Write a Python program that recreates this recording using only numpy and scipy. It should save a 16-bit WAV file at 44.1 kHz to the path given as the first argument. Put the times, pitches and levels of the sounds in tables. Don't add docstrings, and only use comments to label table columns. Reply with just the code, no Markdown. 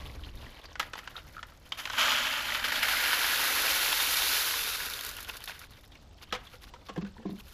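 import sys
import numpy as np
from scipy import signal
from scipy.fft import rfft, irfft, next_fast_len
from scipy.io import wavfile
from scipy.ndimage import uniform_filter1d, map_coordinates

SR = 44100
rng = np.random.default_rng(int(sys.argv[2]) if len(sys.argv) > 2 else 0)


def master(y):
    cut = np.clip(np.atleast_2d(y).T, -1, 1)
    pcm = np.round(cut * 32767)
    wavfile.write(sys.argv[1], SR, pcm.astype(np.int16))


def decibels_to_gain(level_db):
    exponent = np.asarray(level_db, float) / 20
    return 10 ** exponent


N = 332073

# (frequency [Hz], density [dB per Hz])
FOUNTAIN_COLOUR = [(88, -70), (150, -1), (756, 0), (1160, -6.5), (2300, -12), (3390, -9.5), (4910, -10),
                   (8810, -22.5), (12800, -68), (14900, -22), (15800, -47)]
# (frequency [Hz], density [dB per Hz])
RUMBLE_COLOUR = [(15, -12), (25, -0.5), (69, -0.5), (152, -11.5), (184, -17), (291, -16.5), (450, -28),
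                 (580, -53), (990, -120)]

# (time [s], clatter level [dB])
FLOW = [(0, -53.5), (.17, -57), (.33, -59), (1.6, -63), (1.75, -59), (1.84, -55.5), (1.98, -33.5),
        (1.984, -25), (2.25, -30.5), (2.52, -34.5), (2.82, -38), (2.86, -30.5), (3.05, -28.5),
        (4.35, -29.5), (4.88, -37.5), (5.14, -50.5), (5.7, -70.5), (7.42, -65), (7.53, -55)]
# (time of the peak [s], peak level [dB], rise [s], t60 [s])
SLIPS = [(.24, -56, 0.092, 0.17), (0.379, -51.5, 0.019, 1.3), (.48, -72, 0.02, 0.58),
         (.57, -53, 0.092, 0.4), (0.656, -48.5, 0.072, 0.047), (.72, -73, 0.0095, 0.094),
         (0.825, -46, .02, 0.17), (.945, -55.5, .008, 0.15), (1.18, -49.5, 0.039, 0.17),
         (1.38, -57, 0.18, 0.096), (1.792, -37, 0.023, 0.34), (1.857, -42, 0.0027, 0.052),
         (2.549, -30.5, 0.015, 0.19), (2.645, -28, 0.0067, 0.19), (2.685, -28.5, 0.0075, 0.14),
         (2.722, -30.5, 0.005, 0.99), (2.83, -24, 0.0036, 0.063), (2.886, -25, 0.0032, 0.068),
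         (5.03, -42.5, 0.049, 1.6), (5.176, -45, 0.01, 0.41), (5.292, -43, 0.011, 0.089),
         (5.337, -46, 0.01, 0.19), (5.42, -50, 0.019, 0.33), (5.482, -41.5, 0.0087, 0.45),
         (5.616, -49.5, 0.023, 0.24), (5.75, -56.5, 0.041, 0.17), (5.95, -59, 0.015, 0.13),
         (6.45, -55.5, 0.025, 1.3), (7.47, -56, 0.056, 3.9)]
# (time [s], surface [0 bucket wall, 1 bare crate, 2 bed of gravel])
LANDING = [(0, 1.55), (.7, 1.37), (1.9, 0.19), (2.4, 0.46), (2.6, 0.58), (2.9, 1.09), (3.5, 1.415),
           (4.2, 1.51), (4.7, 1.65), (4.9, 1.54), (5.3, 1.4), (7.53, 1.58)]
# (frequency [Hz], density [dB per Hz])
SURFACE_COLOURS = [
    [(350, -28.5), (600, -9.5), (676, -6.5), (721, -14), (906, -4.5), (1090, -5), (1300, 2), (1810, -3),
     (2110, -7.5), (2500, -7.5), (2850, -8), (3150, -5), (3450, -8), (3900, -12), (7020, -16), (8000, -23),
     (10400, -50), (17600, -120)],
    [(350, -70.5), (600, -16), (916, -8.5), (1080, -10), (1410, -1), (1930, -0.5), (2200, -1.5), (2680, -4),
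     (2860, -2), (3710, -7), (4550, -8), (8000, -27.5), (10400, -69), (17600, -120)],
    [(350, -32.5), (600, -24), (977, 1.5), (1200, -6.5), (1310, 5.5), (1570, -13.5), (2200, 2), (2430, 4),
     (3630, 5.5), (6100, -3), (6650, -6), (8000, -15.5), (10400, 3.5), (17600, -120)],
]
# (time [s], level [dB])
FINE_GRIT = [(0, -6), (.35, -5.5), (.46, -6.5), (.7, -11), (.8, -1.5), (1.3, 3), (1.7, 6), (1.81, 5.5),
             (1.87, 8), (2.0, 1), (3.0, 1), (4.2, 3), (5.1, 2), (5.7, -3.5), (6.3, -3.5), (6.9, -4),
             (7.25, -10), (7.45, 1.5)]
# (time [s], fill [0 empty, 1 half, 2 full], level [dB])
CRATE_FILL = [(0, 1.4, 7.5), (1.7, 1.1, 1), (2.0, 0.23, 1), (2.7, 0.41, 3.5), (3.1, 1.23, 2.5),
              (3.6, 1.3, 5.5), (4, 1.2, 2.5), (4.6, 2.2, 1.5), (5.2, 2.2, 1.5), (5.8, 2.95, -3.5),
              (7.53, 2.3, -3)]
# (frequency [Hz], density [dB per Hz])
CRATE_THUDS = [
    [(100, -69), (170, -17.5), (231, 3), (433, -17.5), (609, 5), (715, -12), (900, 0), (1170, -23),
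     (1980, -120)],
    [(120, -42), (200, -12), (264, -2), (348, -1.5), (415, 6), (565, 2.5), (900, -3.5), (1170, 8.5),
     (1980, -120)],
]
# (frequency [Hz], density [dB per Hz])
HALF_FULL_THUD = [(120, -51), (200, -9.5), (300, -0.5), (400, -7.5), (520, 1.5), (640, -0.5), (900, -1),
                  (1170, -3.5), (1980, -120)]
# (frequency [Hz], width [Hz], level [dB])
BUCKET_MOUTH = [(1480, 140, -5)]
# (frequency [Hz], width [Hz], level [dB])
SLOPING_WALL = [(3150, 600, -4)]
# (time [s]), (level [dB])
EMPTYING_S, EMPTY_RING_DB = (2.3, 2.8, 4.1, 4.7), (-8, 0, 0, 8)

# (frequency [Hz], density [dB per Hz])
TICK_COLOUR = [(2000, -120), (3530, 0.0), (6000, -2.5), (7230, -5.0), (8470, -12.5), (10500, -1.0),
               (11900, 0.5), (14700, -7.5), (15400, -8)]
# (frequency [Hz], width [Hz], level [dB])
PLASTIC_WALL = [(565, 110, -11), (1000, 345, 6), (1350, 106, 6.5), (1690, 360, 3.5), (3190, 1040, 4.5),
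                (3770, 3070, -2.5)]
# (frequency [Hz], width [Hz], level [dB])
BUCKET_HOLLOW = [(217, 130, -13.5), (501, 35, 0), (765, 110, -11.5)]
# (time [s], peak level [dB], pitch [Hz])
RAKED = [(0.019, -36, 2240), (0.061, -35.5, 3380), (0.096, -40, 2160), (0.193, -44, 1350),
         (0.236, -31.5, 3130), (0.288, -39, 2930), (0.373, -42, 3750), (0.464, -33, 1770),
         (0.615, -40, 3460), (0.655, -34, 4470), (0.709, -43, 3420), (.148, -48, 4200), (.247, -35.5, 3700),
         (.438, -40, 1600), (.729, -44, 5900), (1.148, -43, 1500), (1.278, -46, 6000)]
# (time [s], peak level [dB], pitch [Hz])
LIFTED = [(0.755, -28.5, 1460), (0.796, -16, 1140), (0.799, -15.5, 1360), (0.811, -24, 950),
          (0.828, -28, 1710), (0.934, -22, 1490), (0.954, -26.5, 920), (0.989, -26.5, 1290),
          (1.075, -26.5, 1430), (1.075, -34, 2880), (1.429, -25.5, 1430), (1.521, -40, 1320),
          (1.721, -21, 3150), (1.775, -36, 2790), (1.791, -37, 1570), (1.854, -21, 2740),
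          (1.873, -24, 1480), (1.899, -20.5, 1560), (1.933, -21.5, 950)]
# (time [s], peak level [dB], pitch [Hz])
ROLLED = [(1.033, -30, 1410), (1.155, -31, 1350), (1.165, -27, 3720), (1.178, -26.5, 1350),
          (1.186, -31, 3030), (1.199, -38, 2600), (1.249, -37, 1310), (1.347, -39, 1470),
          (1.366, -24, 1390), (1.38, -28, 1390), (1.391, -28, 1390), (1.392, -35, 3300), (6.304, -39, 3400),
          (6.312, -32, 1500), (7.166, -37, 920), (7.18, -37, 1690)]
# (time [s], peak level [dB], pitch
# [Hz])
POURED = [(1.982, -18, 2640), (2.503, -14.5, 1890), (2.521, -11, 2180), (2.547, -13.5, 3460),
          (2.552, -15, 1480), (2.569, -13, 1830), (2.598, -12, 1480), (2.626, -12, 1630), (2.64, -17, 1650),
          (2.648, -9, 3340), (2.678, -12.5, 1520), (2.721, -8.5, 1610), (2.757, -10, 3250),
          (2.823, -15, 3400), (2.829, -14, 1390), (2.854, -28, 2340), (2.883, -35, 1540),
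          (2.945, -27, 1810), (2.98, -38, 1540), (3.0, -28, 1410), (3.031, -31, 1800), (3.057, -40, 1350),
          (3.131, -1, 1610), (3.244, -6, 1760), (3.928, -6.5, 3440), (4.539, -9, 2020), (4.54, -17.5, 1000),
          (4.753, -16.5, 4370), (4.802, -14, 1690),
          (1.956, -19, 1430), (2.969, -9.5, 2230), (3.1498, -17, 1480), (3.1724, -12.5, 1350),
            (3.286, -15, 2890), (3.6294, -13.5, 1430), (3.6804, -10, 2490), (3.879, -16, 1380),
            (4.0002, -7.5, 3350), (4.0584, -22, 3740), (4.2694, -47, 2200), (4.2904, -12, 4330),
            (4.417, -13, 3530), (4.649, -23, 2390), (4.6694, -25, 1450), (4.7, -18, 3970),
            (4.8318, -18, 3600), (4.8616, -18.5, 1540), (4.8856, -18, 1470), (4.936, -17, 3670),
          (1.9825, -22, 1080), (1.9833, -14, 2740), (2.0242, -14, 1340), (2.1864, -14, 1540),
              (2.2264, -19, 3050), (2.2698, -11, 3030), (2.2876, -17, 3160), (2.338, -22, 1300),
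              (2.392, -23, 3150),
          (2.0437, -11, 3100), (2.0805, -9, 1280), (2.105, -7, 3020), (2.1234, -14, 1810),
             (3.2994, -28, 1570), (3.3394, -22, 1560), (3.4287, -12, 2100), (3.48, -14, 1720),
             (3.5188, -12, 2540), (3.569, -18, 1470), (3.7394, -22, 4070), (3.8, -22, 2860),
             (4.1194, -34, 3850), (4.1705, -17, 4500), (4.2206, -9, 3290), (4.3294, -19, 3560),
             (4.3694, -29, 3400), (4.4694, -19, 2810)]
# (time [s], peak level [dB], pitch [Hz], relative tick [dB])
LAST = [(4.991, -25, 3240, -8), (5.01, -26, 4060, 1), (5.037, -46, 1550, -7), (5.049, -28.5, 4280, 4),
        (5.113, -29, 1460, -2), (5.167, -29, 2900, -4), (5.185, -25, 3000, -20), (5.203, -29, 1460, -7),
        (5.247, -28.5, 3100, -8), (5.282, -28, 1490, -19), (5.292, -26.5, 2950, -32),
        (5.297, -23.5, 2900, -33), (5.371, -31.5, 2900, -0.5), (5.405, -34, 3200, -2),
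        (5.44, -27, 4350, -8), (5.476, -22.5, 3520, -22), (5.487, -26.5, 2480, -25),
        (5.495, -23, 1590, -28), (5.517, -30.5, 2000, -27), (5.337, -32.5, 1500, -20),
        (5.42, -32, 2900, -18), (5.507, -25, 2200, -27), (5.615, -28, 1350, -24), (5.669, -41, 1550, -9),
        (5.735, -39, 3710, -18), (5.761, -52, 3100, -17), (5.836, -42, 1190, -5)]
# (time [s], peak level [dB], pitch [Hz], relative hollow thud [dB])
EMPTIED = [(5.919, -39, 3500, -24), (5.953, -36, 2400, -25), (6.184, -42.5, 3100, -24),
           (6.271, -47, 3260, -24), (6.3245, -17.5, 1290, -10.5), (6.325, -19.5, 3370, -20),
           (6.33, -29, 1350, -7), (6.339, -22, 1000, -22), (6.35, -22, 2220, -10.5),
           (6.36, -28.5, 1580, -20), (6.41, -42, 1690, -18), (6.451, -49, 3400, -16),
           (6.47, -36.5, 3330, -27), (6.535, -39, 1370, -4.5), (6.618, -46, 3550, -12),
           (6.668, -43, 1480, -19), (6.737, -31.5, 970, -11), (6.759, -44, 1320, -11),
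           (6.814, -46.5, 2200, -1), (6.886, -31, 1030, -21), (6.892, -26, 1100, -8),
           (6.96, -31.5, 1600, -3), (6.977, -30, 940, -20), (7.012, -42, 2200, -6),
           (7.048, -34.5, 1490, -10), (7.064, -37, 1680, -11), (7.227, -43, 1620, -6),
           (7.195, -47, 1000, 5), (7.256, -44, 1640, -11), (7.293, -46, 2010, -18)]
# (gain [dB], relative wall knock [dB], relative tick [dB], relative thud [dB], t60 [s])
LOTS = [
    (0.5, -3.5, -47, -16, 0.039),
    (1, 2, -49, -21, 0.033),
    (-5.5, -5, -40, -28, 0.021),
    (1.5, -12, -45, -25, 0.024),
    (-1, 1, -4, -25, 0.022),
    (-3, 1.5, -30.5, 5, 0.062),
]
# (time [s], peak level [dB])
GRIT = [(1.6556, -50), (1.6901, -47), (2.667, -43), (2.7945, -28), (5.15, -48), (5.205, -30),
        (5.228, -31.5), (5.31, -38), (5.457, -33.5), (5.4823, -37), (5.5387, -55), (5.592, -34.5),
        (5.6241, -46), (5.659, -52), (5.707, -48.5), (5.7703, -55),
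        (0.1281, -51), (0.2808, -53), (0.3537, -44), (0.5033, -48), (0.5427, -56), (0.6135, -57),
        (0.7962, -27), (0.8979, -52), (0.9284, -53), (0.9363, -54), (1.0395, -51), (1.0959, -50),
        (1.2301, -56), (1.2396, -53), (1.2675, -50), (1.3029, -56), (1.3249, -47), (1.4052, -53),
        (1.4292, -65), (1.4681, -50), (1.502, -53), (1.5344, -55), (1.5978, -54), (1.722, -45),
        (1.7823, -47), (1.8018, -39), (1.8184, -40), (5.7942, -58), (5.8092, -49), (5.85, -50),
        (5.8765, -51), (5.9414, -61), (6.0252, -53), (6.1973, -57), (6.4542, -58), (6.548, -67),
        (6.6388, -66), (7.1625, -68), (7.1886, -63), (7.3257, -51), (7.4066, -59), (7.438, -59),
        (4.858, -28), (4.8993, -26), (4.936, -26), (4.9684, -40), (5.064, -26.5), (5.0904, -25.5),
          (5.1667, -33), (5.287, -41), (5.291, -43), (5.3677, -30), (5.4161, -52), (5.4271, -46),
          (5.4392, -31), (5.5564, -56)]
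# (frequency [Hz], t60 [s])
YARD_DECAY = [(300, 0.33), (2000, 0.37), (10000, 0.034)]

# (time [s], peak level [dB], relative upper modes [dB], lowest mode [Hz])
BOUNCES = [
    (6.893, -38.5, 2, 197),
    (6.976, -19.5, 0, 170),
    (7.024, -22.5, -8, 199),
    (7.184, -34, -5, 225),
    (7.254, -22.5, 3.5, 193),
    (7.292, -30, 4, 174),
    (7.314, -25.5, -10, 198),
    (7.331, -32, 1, 205),
    (7.373, -39, -8, 200),
]
# (frequency [Hz], level [dB], t60 [s])
DRUM_MODES = [(319, 11, 0.044), (375, 3.5, 0.075), (458, -10, 0.066), (710, -1.5, 0.038),
              (1030, 0.5, 0.027)]
# (start [s], end [s])
DULLED = [(7.012, 7.038), (7.268, 7.294)]


def unit(x):
    return x / np.sqrt(np.mean(x ** 2) + 1e-20)


def along(points, hz):
    f, v = np.transpose(points)
    return np.interp(np.log(hz + 1), np.log(f + 1), v)


def curves(rows):
    s, *cols = np.transpose(rows)
    return [np.interp(np.arange(N) / SR, s, c) for c in cols]


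def wobble(rate):
    knots = rng.standard_normal(int(N * rate / SR) + 4)
    return map_coordinates(knots, [np.arange(N) * rate / SR])


def filtered(x, response):
    m = next_fast_len(N + SR // 2)
    return irfft(rfft(x, m) * response(np.fft.rfftfreq(m, 1 / SR)), m)[..., :N]


def resonances(modes):
    def response(f):
        total = 0
        for k, (hz, width, db) in enumerate(modes):
            damping = 1j * f * width
            total = total + (-1) ** k * decibels_to_gain(db) * damping / (hz * hz - f * f + damping)
        return total
    return response


def coloured(x, spectrum):
    size = 8192
    gain = decibels_to_gain(along(spectrum, np.fft.rfftfreq(size, 1 / SR)))
    cepstrum = irfft(np.log(gain + 1e-6))
    cepstrum[1:size // 2] *= 2
    cepstrum[size // 2 + 1:] = 0
    return signal.fftconvolve(x, irfft(np.exp(rfft(cepstrum))))[:N]


def blend(x, spectra, position):
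    return sum(np.clip(1 - abs(position - k), 0, 1) * unit(coloured(x, c)) for k, c in enumerate(spectra))


def arrivals(rate, spread_db):
    chance, size, sign = rng.random((3, N))
    strength = decibels_to_gain(-spread_db * np.log(size + 1e-4))
    return (chance < rate / SR) * strength * np.sign(sign - .5) / np.sqrt(rate)


def pebbles(rate, spread_db, cycles, count):
    out, t = np.zeros(N), np.arange(800) / SR
    for hz in np.geomspace(550, 8000, count):
        ring = hz * np.sin(2 * np.pi * hz * t) * np.exp(-t * hz / max(cycles, .3))
        out += signal.oaconvolve(arrivals(rate / count, spread_db), ring)[:N]
    return out


def outdoors():
    fountain_db, early_db, early_ends_s, early_fade_s = -64.5, 10, 0.455, 0.087
    hiss = unit(coloured(rng.standard_normal(N), FOUNTAIN_COLOUR)) * decibels_to_gain(1.5 * wobble(13))
    bubbles = pebbles(np.full(N, 160.), spread_db=2.2, cycles=6, count=14)
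    bubbles = unit(coloured(bubbles, FOUNTAIN_COLOUR))
    early = np.clip(1 - (np.arange(N) / SR - early_ends_s) / early_fade_s, 0, 1)
    rumble_db = -54.5 + early_db * early + .9 * wobble(7)
    rumble = unit(coloured(rng.standard_normal(N), RUMBLE_COLOUR)) * decibels_to_gain(rumble_db)
    return decibels_to_gain(fountain_db) * (hiss + decibels_to_gain(-4.0) * bubbles) + rumble


def flow_level():
    power, t = decibels_to_gain(2 * curves(FLOW)[0]), np.arange(N) / SR
    for s, db, rise, t60 in SLIPS:
        decay = decibels_to_gain(2 * (db - 60 * np.maximum(t - s, 0) / max(t60, .02)))
        power = power + decay * np.clip(1 + (t - s) / max(rise, .002), 0, 1) ** 2
    return 10 * np.log10(power)


def stone_clatter(rate, landing, db):
    big_per_s, big_db = 400, -11
    t = np.arange(N) / SR
    rattle = rng.standard_normal(90) * decibels_to_gain(-.25 * np.arange(90))
    big = arrivals(np.full(N, big_per_s), spread_db=2.2)
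    big = unit(np.convolve(big, rattle)[:N]) * decibels_to_gain(big_db)
    small = unit(pebbles(rate, spread_db=1.2, cycles=3, count=18))
    clatter = blend(small + big, SURFACE_COLOURS, landing)
    mouth_gain = decibels_to_gain(np.interp(t, EMPTYING_S, EMPTY_RING_DB) * (db > -56))
    clatter = clatter + mouth_gain * filtered(clatter, resonances(BUCKET_MOUTH))
    sliding = np.interp(t, (2.35, 2.6), [1, 0]) * (t > EMPTYING_S[0] - .5)
    return clatter + sliding * filtered(clatter, resonances(SLOPING_WALL))


def crate_thud(rate):
    fill, fill_db = curves(CRATE_FILL)
    colours = [CRATE_THUDS[0], HALF_FULL_THUD, CRATE_THUDS[1]]
    return decibels_to_gain(fill_db) * blend(arrivals(rate / 2, spread_db=2.5), colours, np.clip(fill, 0, 2))


def stream():
    db = flow_level()
    landing = np.clip(curves(LANDING)[0], 0, 2)
    tick_db = -16.5 + 8 * landing + 0.024 * (db + 19.5)
    tick_db = tick_db + curves(FINE_GRIT)[0] + 0.048 * wobble(27.3)
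    thud_db = -47 + 0.61 * (db + 26.0) - db
    rate = np.clip(6000 * decibels_to_gain(0.41 * (db + 30.5)), 300, 20000)
    clump_db = (0.14 * wobble(14) + 0.71 * wobble(45)) * (6000 / rate) ** 1.4
    clatter = stone_clatter(rate, landing, db)
    ticks = unit(coloured(arrivals(2 * rate, spread_db=2.5), TICK_COLOUR))
    return decibels_to_gain(db + clump_db) * (clatter + decibels_to_gain(tick_db) * ticks + decibels_to_gain(thud_db) * crate_thud(rate))


def stone_rows():
    harder_is_brighter = 0.21
    poured = POURED
    lots = [[(*row, 0, 0) for row in lot] for lot in (RAKED, LIFTED, poured, ROLLED)]
    lots.append([(*row, 0) for row in LAST])
    lots.append([(s, db, hz, -hollow_db - 13, hollow_db) for s, db, hz, hollow_db in EMPTIED])
    rows = []
    for lot, (gain_db, lot_knock_db, lot_tick_db, lot_thud_db, t60) in zip(lots, LOTS):
        for s, db, hz, bright_db, hollow_db in lot:
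            knock_db = lot_knock_db + harder_is_brighter * (db + 13.5)
            tick_db = lot_tick_db + bright_db + harder_is_brighter * (db + 23)
            rows.append((s, db + gain_db, hz, knock_db, tick_db, lot_thud_db + hollow_db, t60))
    return rows


def stones():
    ring, knock, tick, thud = np.zeros((4, N + SR))
    t = np.arange(SR // 16) / SR
    rows = stone_rows()
    draws = rng.standard_normal((len(rows), 3, len(t)))
    draws[:, :, 12] += 8
    for (s, db, hz, knock_db, tick_db, thud_db, t60), (a, b, c) in zip(rows, draws):
        start = round((s - .0004) * SR)
        at = slice(start, start + len(t))
        fade = decibels_to_gain(db - 60 * t / max(t60, .004)) * (1 - np.exp(-t / 0.0006))
        band = signal.iirpeak(hz, 4.4, SR)
        ring[at] += signal.lfilter(*band, signal.lfilter(*band, fade * a)) * np.sqrt(SR / hz)
        knock[at] += decibels_to_gain(knock_db) * fade * b
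        tick[at] += decibels_to_gain(tick_db) * fade * decibels_to_gain(-60 * t / 0.015) * b
        thud[at] += decibels_to_gain(thud_db) * fade * c
    for s, db in GRIT:
        tick[round(s * SR):][:len(t)] += decibels_to_gain(db - 12.5 - 60 * t / 0.045) * rng.standard_normal(len(t))

    def lowpass(f, hz):
        return 1 / (1 + 1j * f / hz - (f / hz) ** 2)

    def soft_wall(f):
        return resonances(PLASTIC_WALL)(f) * lowpass(f, 7000) ** 3

    rings = decibels_to_gain(-6.0) * filtered(ring[:N], lambda f: lowpass(f, 8000) ** 2)
    knocks = decibels_to_gain(-3.5) * filtered(knock[:N], soft_wall)
    ticks = decibels_to_gain(9.0) * coloured(tick, TICK_COLOUR)
    thuds = decibels_to_gain(18.5) * filtered(thud[:N], resonances(BUCKET_HOLLOW))
    return rings + knocks + ticks + thuds


def yard(x):
    hz, t, z = signal.stft(rng.standard_normal(SR // 3), SR, nperseg=256)
    fade = decibels_to_gain(-60 * t / along(YARD_DECAY, hz)[:, None])
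    tail = signal.istft(z * fade, SR, nperseg=256)[1]
    return signal.fftconvolve(np.pad(x, (200, 0)), tail / np.linalg.norm(tail))[:N]


def bucket():
    boom_db, boom_t60_s, choke_t60_s = 6.5, 0.16, 0.031
    sag, sag_s = .05, .012
    out, t = np.zeros(N + SR), np.arange(SR // 2) / SR
    next_times = [row[0] for row in BOUNCES[1:]] + [np.inf]
    for (s, db, upper_db, low_hz), next_s in zip(BOUNCES, next_times):
        modes = np.zeros(len(t))
        for hz, level, t60 in DRUM_MODES:
            modes += decibels_to_gain(level + upper_db - 60 * t / t60) * np.sin(2 * np.pi * hz * t)
        bent_t = t + sag * sag_s * (1 - np.exp(-t / sag_s))
        modes += decibels_to_gain(boom_db - 60 * t / boom_t60_s) * np.sin(2 * np.pi * low_hz * bent_t)
        choke = decibels_to_gain(-60 * np.maximum(t - (next_s - s), 0) / choke_t60_s)
        out[round(s * SR):][:len(t)] += decibels_to_gain(db - 11.0) * modes * choke * (1 - np.exp(-t / 0.0046))
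    return out[:N]


def scene():
    air, flow = outdoors(), stream()
    hits = stones() + bucket()
    echoes = decibels_to_gain(-17) * yard(hits)
    return np.tile(flow + hits + echoes + air, (2, 1))


def limit_band(x):
    top_hz, sudden_db, dulled_above_hz = 15300, 9, 7700
    top = filtered(x, lambda hz: hz > top_hz)
    jump = abs(uniform_filter1d(x ** 2, size=128)) / abs(uniform_filter1d(x ** 2, size=4096))
    sudden = 1. * (jump > decibels_to_gain(2 * sudden_db))
    sudden = uniform_filter1d(uniform_filter1d(sudden, size=256), size=256)
    x = x - top * (1 - decibels_to_gain(-14) * sudden)
    t = np.arange(N) / SR
    dulled = uniform_filter1d(sum(1. * (t > a) * (t < b) for a, b in DULLED), size=200)
    return x - dulled * filtered(x, lambda hz: hz > dulled_above_hz)


def roll_off(x):
    return signal.sosfilt(signal.butter(12, 16460, fs=SR, output="sos"), x)


def record(dry):
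    mid = limit_band(dry[0])
    loudness = np.sqrt(abs(uniform_filter1d(mid ** 2, size=1024))) / decibels_to_gain(-28)
    loudness = np.minimum(loudness, 1)
    drift = decibels_to_gain(-33.5 + 6.9 * wobble(22)) * loudness ** 1.06
    side = drift * (np.roll(mid, 37) + np.roll(mid, 90) / 2) - decibels_to_gain(-33) * loudness * mid
    return roll_off(np.array([mid + side, mid - side]))


dry = scene()
out = record(dry)
master(out)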